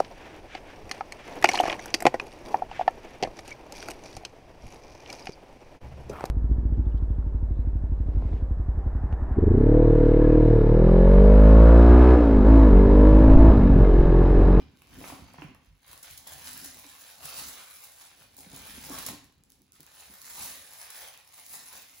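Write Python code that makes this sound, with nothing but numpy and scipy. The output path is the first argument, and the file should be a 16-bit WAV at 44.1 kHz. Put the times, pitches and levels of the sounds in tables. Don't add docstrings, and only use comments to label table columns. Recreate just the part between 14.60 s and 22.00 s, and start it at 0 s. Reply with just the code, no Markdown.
import sys
import numpy as np
from scipy import signal
from scipy.fft import rfft, irfft, next_fast_len
from scipy.io import wavfile
from scipy.ndimage import uniform_filter1d

SR = 44100
rng = np.random.default_rng(int(sys.argv[2]) if len(sys.argv) > 2 else 0)


def amplitude_ratio(level_db):
    exponent = np.asarray(level_db, float) / 20
    return 10 ** exponent


def store_wav(level_fs):
    pcm = np.round(np.clip(np.atleast_2d(level_fs), -1, 1) * 32767)
    wavfile.write(sys.argv[1], SR, pcm.T.astype(np.int16))


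N = 326340


def evened(x):
    return x / np.sqrt(np.mean(x ** 2) + 1e-20)


def read(points, hz):
    table_hz, value = np.transpose(points)
    return np.interp(np.log(hz + 1), np.log(table_hz + 1), value)


def colour(x, points, size=4096):
    log_gain = np.log(amplitude_ratio(read(points, abs(np.fft.fftfreq(size, 1 / SR)))))
    response = np.fft.ifft(np.exp(np.conj(signal.hilbert(log_gain)))).real[:size // 2]
    response /= np.linalg.norm(response)
    return signal.oaconvolve(x, response[None], axes=1)[:, :N]


def add(mix, start_s, sound):
    part = mix[:, round(start_s * SR):][:, :sound.shape[1]]
    part += sound[:, :part.shape[1]]


def drift(window_s):
    size = max(round(window_s * SR), 2)
    once = uniform_filter1d(rng.standard_normal(N), size)
    return evened(uniform_filter1d(once, size))


def effort(peak_s, peak_db, swell_s, fade_s, rest_db):
    span_db = 20
    t = np.arange(0, N + 256, 128) / SR
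    late_s = t - peak_s[:, None]
    away = np.where(late_s < 0, -late_s / swell_s[:, None], late_s / fade_s[:, None])
    gestures = amplitude_ratio(2 * (peak_db[:, None] - span_db * away))
    power = amplitude_ratio(2 * rest_db) + gestures.sum(0)
    return np.interp(np.arange(N) / SR, t, 10 * np.log10(power))


def swarm(per_s, spread_db, ring_s, patches=20):
    size = amplitude_ratio(spread_db * np.minimum(rng.exponential(1, N), 5))
    buckles = rng.random(N) < per_s / SR
    hits = evened(size * buckles / np.sqrt(per_s))
    patch = rng.integers(0, patches, N)
    t = np.arange(600) / SR
    out = np.zeros((2, N))
    for k, decay_s in enumerate(ring_s * np.geomspace(.3, 3, patches)):
        grain = rng.standard_normal((2, len(t))) * np.exp(-t / decay_s)
        grain /= np.linalg.norm(grain, axis=1, keepdims=True)
        out += signal.oaconvolve((hits * (patch == k))[None], grain, axes=1)[:, :N]
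    return out


def patchy(x, depth_db, frames, bins):
    z = signal.stft(x, nperseg=512, noverlap=384)[2]
    field = rng.standard_normal(z.shape[1:])
    field = uniform_filter1d(field, bins, 0)
    field = uniform_filter1d(field, frames, 1)
    return signal.istft(z * amplitude_ratio(depth_db * evened(field)), nperseg=512, noverlap=384)[1][:, :N]


# (freq [Hz], relative_density [dB per Hz])
AIR_SPECTRUM = [(18, -31), (30, 1), (66, -1), (307, -21.5), (492, 8), (709, -13), (8060, -40), (15500, -59)]


def still_air():
    level_db = -86.5
    return amplitude_ratio(level_db) * colour(rng.standard_normal((2, N)), AIR_SPECTRUM)


# (peak_s [s], floor_shudder_db [dB], bag_boom_db [dB], fade_s [s])
SHOVES = [(0.0, -48, -50.5, 0.19), (.39, -47.5, -52, 0.23), (.54, -59, -52.5, 0.45), (.64, -53, -64, 0.14),
          (.87, -50.5, -58, 0.18), (1.111, -54, -76, 0.094), (1.34, -62, -74, 0.19),
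          (1.52, -52.5, -66, 0.088), (1.77, -54.5, -74, 0.15), (1.92, -60, -58, 0.55),
          (2.64, -61, -64, 0.13), (2.82, -60.5, -56.5, 0.23), (3.96, -64, -57, 0.2), (4.15, -56.5, -59, 1),
          (4.33, -56, -52.5, 0.32), (4.51, -54.5, -50, 0.12), (5.51, -64.5, -74, .1),
          (5.81, -62, -61.5, 0.34), (6.95, -73, -64.5, 0.18), (7.15, -68, -65, 0.18)]
# (freq [Hz], relative_density [dB per Hz])
SHUDDER_SPECTRUM = [(25, -14), (45, 1.5), (70, 0.5), (100, -5.5), (150, -9), (400, -79)]
# (freq [Hz], relative_density [dB per Hz])
HOLLOW_SPECTRUM = [(50, -18), (110, -10.5), (160, -5), (240, -0.5), (320, -7), (450, -14.5), (1000, -45)]


def rumble():
    idle_deep_db, idle_boom_db = -74.5, -82
    peak_s, deep, boom, fade_s = np.transpose(SHOVES)
    swell_s = 0.66 * fade_s
    deep_db = effort(peak_s, deep, swell_s, fade_s, idle_deep_db)
    boom_db = effort(peak_s, boom, swell_s, fade_s, idle_boom_db)
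    shudder = colour(rng.standard_normal((2, N)), SHUDDER_SPECTRUM)
    lumps = rng.standard_normal((2, N)) * amplitude_ratio(2.6 * drift(0.023))
    hollow = evened(colour(lumps, HOLLOW_SPECTRUM))
    return amplitude_ratio(deep_db) * shudder + amplitude_ratio(boom_db) * hollow


# (start_s [s], level_db [dB], settled_pitch_hz [Hz])
BUMPS = [(0.029, -49, 77.4), (0.393, -47, 280), (0.408, -43.5, 296), (0.442, -46, 268), (0.522, -41, 262),
         (0.619, -38.5, 72), (0.785, -41, 147), (0.82, -37, 302), (0.845, -35.5, 145), (1.08, -50, 58.5),
         (1.297, -48.5, 60.6), (1.762, -49.5, 87), (2.058, -47, 264), (2.25, -49.5, 277),
         (2.645, -49.5, 143), (3.612, -52.5, 115), (3.784, -54, 277), (3.865, -45, 183), (3.933, -42, 138),
         (4.177, -39.5, 227), (4.299, -37.5, 275), (4.486, -39.5, 107), (4.53, -43, 284),
         (4.777, -57.5, 116), (5.203, -55, 150), (5.497, -53, 189), (5.802, -47.5, 69)]


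def thumps():
    t60_s, rise_s, sag_s = 0.085, 0.002, 0.0015
    out, t = np.zeros((2, N)), np.arange(SR // 4) / SR
    for start_s, level_db, pitch_hz in BUMPS:
        turns = pitch_hz * (t + 0.0023 * (1 - np.exp(-t / sag_s)))
        envelope = (1 - np.exp(-t / rise_s)) * amplitude_ratio(level_db - 60 * t / t60_s)
        add(out, start_s, np.sin(2 * np.pi * turns) * envelope * np.ones((2, 1)))
    return out


# (start_s [s], level_db [dB], contact_ms [ms])
TAPS = [(.219, -54, 0.086), (.413, -43, 0.2), (.441, -38.5, 0.13), (.5, -41, 0.17), (.523, -37, 0.33),
        (0.742, -50, 0.17), (.784, -43.5, 0.18), (0.82, -39, 0.11), (0.949, -51, 0.18), (1.763, -50, 0.49),
        (2.169, -55.5, 0.15), (3.784, -46.5, 0.46), (3.936, -42.5, 0.56), (4.304, -38, 0.5),
        (4.385, -43.5, 0.074), (4.486, -39.5, .15), (5.198, -50.5, 0.6), (5.499, -50, 0.74),
        (6.788, -60, 0.51)]
# (freq_hz [Hz], width_hz [Hz], relative_db [dB])
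WALL_MODES = [(560, 2300, -2.5), (1088, 207, 5.5), (1290, 110, -3), (2640, 550, 5.5), (3870, 170, -57)]


def taps():
    strike, rattle = 3.95, 0.75
    blows, t = np.zeros((2, N)), np.arange(3000) / SR
    noises = rng.standard_normal((len(TAPS), 2, len(t)))
    for (start_s, level_db, contact_ms), noise in zip(TAPS, noises):
        decay = amplitude_ratio(-60 * t / 0.012) + 0.15 * amplitude_ratio(-60 * t / 0.037)
        blow = strike * (t == 0) + rattle * noise * decay
        contact = np.exp(-(t / (contact_ms / 1000) - 2) ** 2)[:200]
        contact /= np.linalg.norm(contact)
        add(blows, start_s, amplitude_ratio(level_db) * signal.oaconvolve(blow, contact[None], axes=1))
    modes = np.zeros(len(t))
    for k, (freq_hz, width_hz, relative_db) in enumerate(WALL_MODES):
        ring = np.sin(2 * np.pi * freq_hz * t) * np.exp(-np.pi * width_hz * t)
        modes += (-1) ** k * amplitude_ratio(relative_db) * width_hz * ring
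    modes /= np.linalg.norm(modes)
    return signal.oaconvolve(blows, modes[None], axes=1)[:, :N]


# (start_s [s], level_db [dB])
SNAPS = [(0.199, -63.5), (0.2203, -45), (0.7366, -46), (0.948, -48), (1.0485, -60), (1.3139, -43),
         (1.3307, -36), (1.3775, -39), (1.4296, -40), (2.171, -35), (2.1894, -37.5), (2.429, -44.5),
         (2.6194, -50.5), (3.0375, -48), (3.073, -46), (3.7675, -38), (3.9629, -29), (4.2403, -34),
         (4.2973, -26.5), (4.426, -32), (4.4528, -30), (4.644, -46), (4.653, -51), (4.725, -57),
         (4.7527, -65), (4.781, -61), (4.807, -65), (4.837, -47.5), (4.9024, -42), (4.9203, -45),
         (4.9721, -67), (5.019, -50), (5.066, -59), (5.121, -41), (5.132, -49), (5.2057, -35.5),
         (5.231, -41), (5.2654, -41), (5.5835, -48), (5.617, -32), (6.135, -34), (6.1544, -46),
         (6.539, -38), (6.576, -41), (6.742, -39), (6.865, -33)]
# (start_s [s], level_db [dB])
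CRUNCHES = [(1.4272, -44.5), (1.5066, -46.5), (1.5744, -43.5), (1.671, -40.5), (1.731, -43), (1.929, -43),
            (1.973, -42.5), (2.044, -43), (2.652, -37.5), (4.3846, -37), (4.4625, -32.5), (4.4848, -36),
            (6.302, -42.5), (6.893, -49), (7.1267, -46.5)]
# (freq [Hz], relative_density [dB per Hz])
SNAP_SPECTRUM = [(1500, -24), (4000, -4), (8000, 2), (11000, 1), (15500, 1)]


def creases():
    snap_t60_s, crunch_rise_s = .006, .003
    out, t = np.zeros((2, N)), np.arange(2000) / SR
    for (start_s, level_db), noise in zip(SNAPS, rng.standard_normal((len(SNAPS), 2, len(t)))):
        add(out, start_s, noise * amplitude_ratio(level_db - 60 * t / snap_t60_s))
    swell = t / crunch_rise_s * np.exp(1 - t / crunch_rise_s)
    for (start_s, level_db), noise in zip(CRUNCHES, rng.laplace(size=(len(CRUNCHES), 2, len(t)))):
        add(out, start_s, noise * amplitude_ratio(level_db) * swell)
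    return colour(out, SNAP_SPECTRUM)


# (peak_s [s], crackle_db [dB], swell_s [s], fade_s [s], wall_drag_re_crackle_db [dB])
TUGS = [(0.0, -80.5, .1, 0.094, 20.5), (0.489, -49, 0.26, 0.15, -2.5), (.82, -64.5, 0.52, 0.1, 5.5),
        (1.07, -73.5, 0.24, 0.051, 3.5), (1.32, -50.5, 0.1, 0.15, -7.5), (1.435, -49.5, .015, 0.23, -8),
        (1.53, -52, 0.093, 0.059, -8.5), (1.675, -48.5, .025, .3, -6), (1.871, -44.5, 0.17, 0.18, -6.5),
        (2.05, -46, .4, 0.31, -9), (2.5, -53, 1, 0.12, -5.5), (2.64, -43, 0.042, 0.41, -6),
        (2.8, -40.5, 0.21, 0.27, -6.5), (2.93, -46.5, 0.24, 0.054, -10), (3.24, -50, 1, 0.1, -12),
        (3.419, -51.5, .4, 0.11, -7), (3.63, -58.5, 0.42, 0.077, -4), (3.783, -46.5, 0.013, 0.1, -29),
        (4.0, -50.5, 0.2, 0.45, -3), (4.14, -48.5, 0.44, 0.12, -9), (4.385, -41.5, 0.31, 0.13, -5),
        (4.49, -44.5, 0.087, 0.033, -2), (4.9, -70.5, 0.019, 0.23, -2.5), (5.14, -64, 0.029, 0.88, -0.5),
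        (5.36, -54, 0.092, 0.54, -5), (5.812, -36.5, 0.24, 0.25, -11), (6.22, -47, 0.42, 0.096, -10.5),
        (6.41, -47.5, 0.29, 0.2, -5), (6.799, -49, 0.18, 0.046, -8), (6.94, -44, 0.16, 0.27, -12),
        (7.152, -48.5, 0.15, .22, -4), (7.4, -51, 0.22, .1, -19)]
# (freq [Hz], relative_density [dB per Hz])
TISSUE_SPECTRUM = [(1200, -74), (2500, -24.5), (4000, -2), (6000, 3), (8500, 9), (10500, 5.5), (12000, 3),
                   (14000, 6), (15000, 5.5), (15900, -0.5)]
# (freq [Hz], relative_density [dB per Hz])
WALL_SPECTRUM = [(250, -21.5), (500, -5), (1000, -1), (2000, -3), (3200, -3.5), (6000, -8.5), (12000, -42)]


def tissue():
    rest_db, rest_drag_db = -93, -84
    wall_linger = 1.3
    peak_s, crackle, swell_s, fade_s, drag = np.transpose(TUGS)
    crackle_db = effort(peak_s, crackle, swell_s, fade_s, rest_db)
    drag_db = effort(peak_s, crackle + drag, wall_linger * swell_s, wall_linger * fade_s, rest_drag_db)

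    per_s = np.clip(5000 * amplitude_ratio(.6 * (crackle_db + 47)), 300, 12000)
    snaps = swarm(per_s, spread_db=3.5, ring_s=.0005)
    snaps = snaps * amplitude_ratio(0.71 * drift(0.019) + 1.7 * drift(0.012))
    folds = swarm(np.full(N, 800.), spread_db=3.1, ring_s=.002)
    folds = folds * amplitude_ratio(2.36 * drift(0.027))

    wall = patchy(.5 * evened(snaps) + 0.85 * evened(folds), depth_db=2.5, frames=40, bins=4)
    sheet = patchy(snaps, depth_db=2.5, frames=13, bins=9)
    crackle = amplitude_ratio(crackle_db) * colour(evened(sheet), TISSUE_SPECTRUM)
    return crackle + amplitude_ratio(drag_db) * colour(evened(wall), WALL_SPECTRUM)


# (freq [Hz], t60 [s])
ROOM_T60 = [(125, 0.27), (500, 0.38), (2000, 0.53), (6000, 0.44), (14000, 0.26)]
# (freq [Hz], relative_level [dB])
ECHO_TONE = [(200, 2.5), (1000, -3), (4000, -0.5), (8000, -4), (15000, -3.5)]


def room(x):
    echoes = np.zeros((2, SR))
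    at = np.arange(300, SR - 20, 20) + rng.integers(0, 20, (2, (SR - 301) // 20))
    np.put_along_axis(echoes, at, rng.choice([-1., 1.], at.shape), 1)
    hz, t, z = signal.stft(echoes, SR, nperseg=256)
    decay_db = read(ECHO_TONE, hz)[:, None] - 60 * t / read(ROOM_T60, hz)[:, None]
    tail = signal.istft(z * amplitude_ratio(decay_db), SR, nperseg=256)[1]
    return signal.fftconvolve(x, tail / np.linalg.norm(tail[0]), axes=1)[:, :N]


def scene():
    paper = tissue() + creases() + taps()
    low = thumps() + rumble()
    echoes = room(amplitude_ratio(-2.5) * paper + amplitude_ratio(-10.0) * low)
    return paper + low + echoes + still_air()


def top_cut(x):
    return signal.sosfilt(signal.butter(12, 17070, fs=SR, output="sos"), x)


# (freq [Hz], likeness [0-1])
LIKENESS = [(60, .88), (300, .85), (500, .5), (1100, .6), (1700, .3), (3000, .2), (4300, .5), (5500, .2),
            (7000, .5), (8350, 1), (8950, 1), (9600, .82), (10400, 1), (11650, 1), (12500, .8), (13150, 1),
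            (13800, 1), (14500, .82), (15250, 1)]
# (freq [Hz], lead [cycles])
RIGHT_LEAD = [(6150, 0), (8400, .5), (8900, .5), (10400, 1), (11650, 1), (13200, 1.5), (13750, 1.5),
              (15250, 2)]
# (freq [Hz], gain [dB])
LEFT_TILT = [(60, -1), (700, 0), (2400, 0), (5800, -4), (8000, 0)]


def record(dry):
    low_cut_hz, top_edge_hz = 38, 15900
    size = next_fast_len(N)
    hz = np.fft.rfftfreq(size, 1 / SR)
    band = 1 / (1 + (hz / top_edge_hz) ** 500) / (1 + (low_cut_hz / (hz + 1)) ** 3)
    left, right = rfft(dry, size) * band
    likeness = read(LIKENESS, hz)
    ahead = np.exp(2j * np.pi * read(RIGHT_LEAD, hz)) * left
    right = likeness * ahead + np.sqrt(1 - likeness ** 2) * right
    left = left * amplitude_ratio(read(LEFT_TILT, hz))
    pair = irfft(np.array([left, right]), size)[:, :N]
    return top_cut(pair)


dry = scene()
out = record(dry)
store_wav(out)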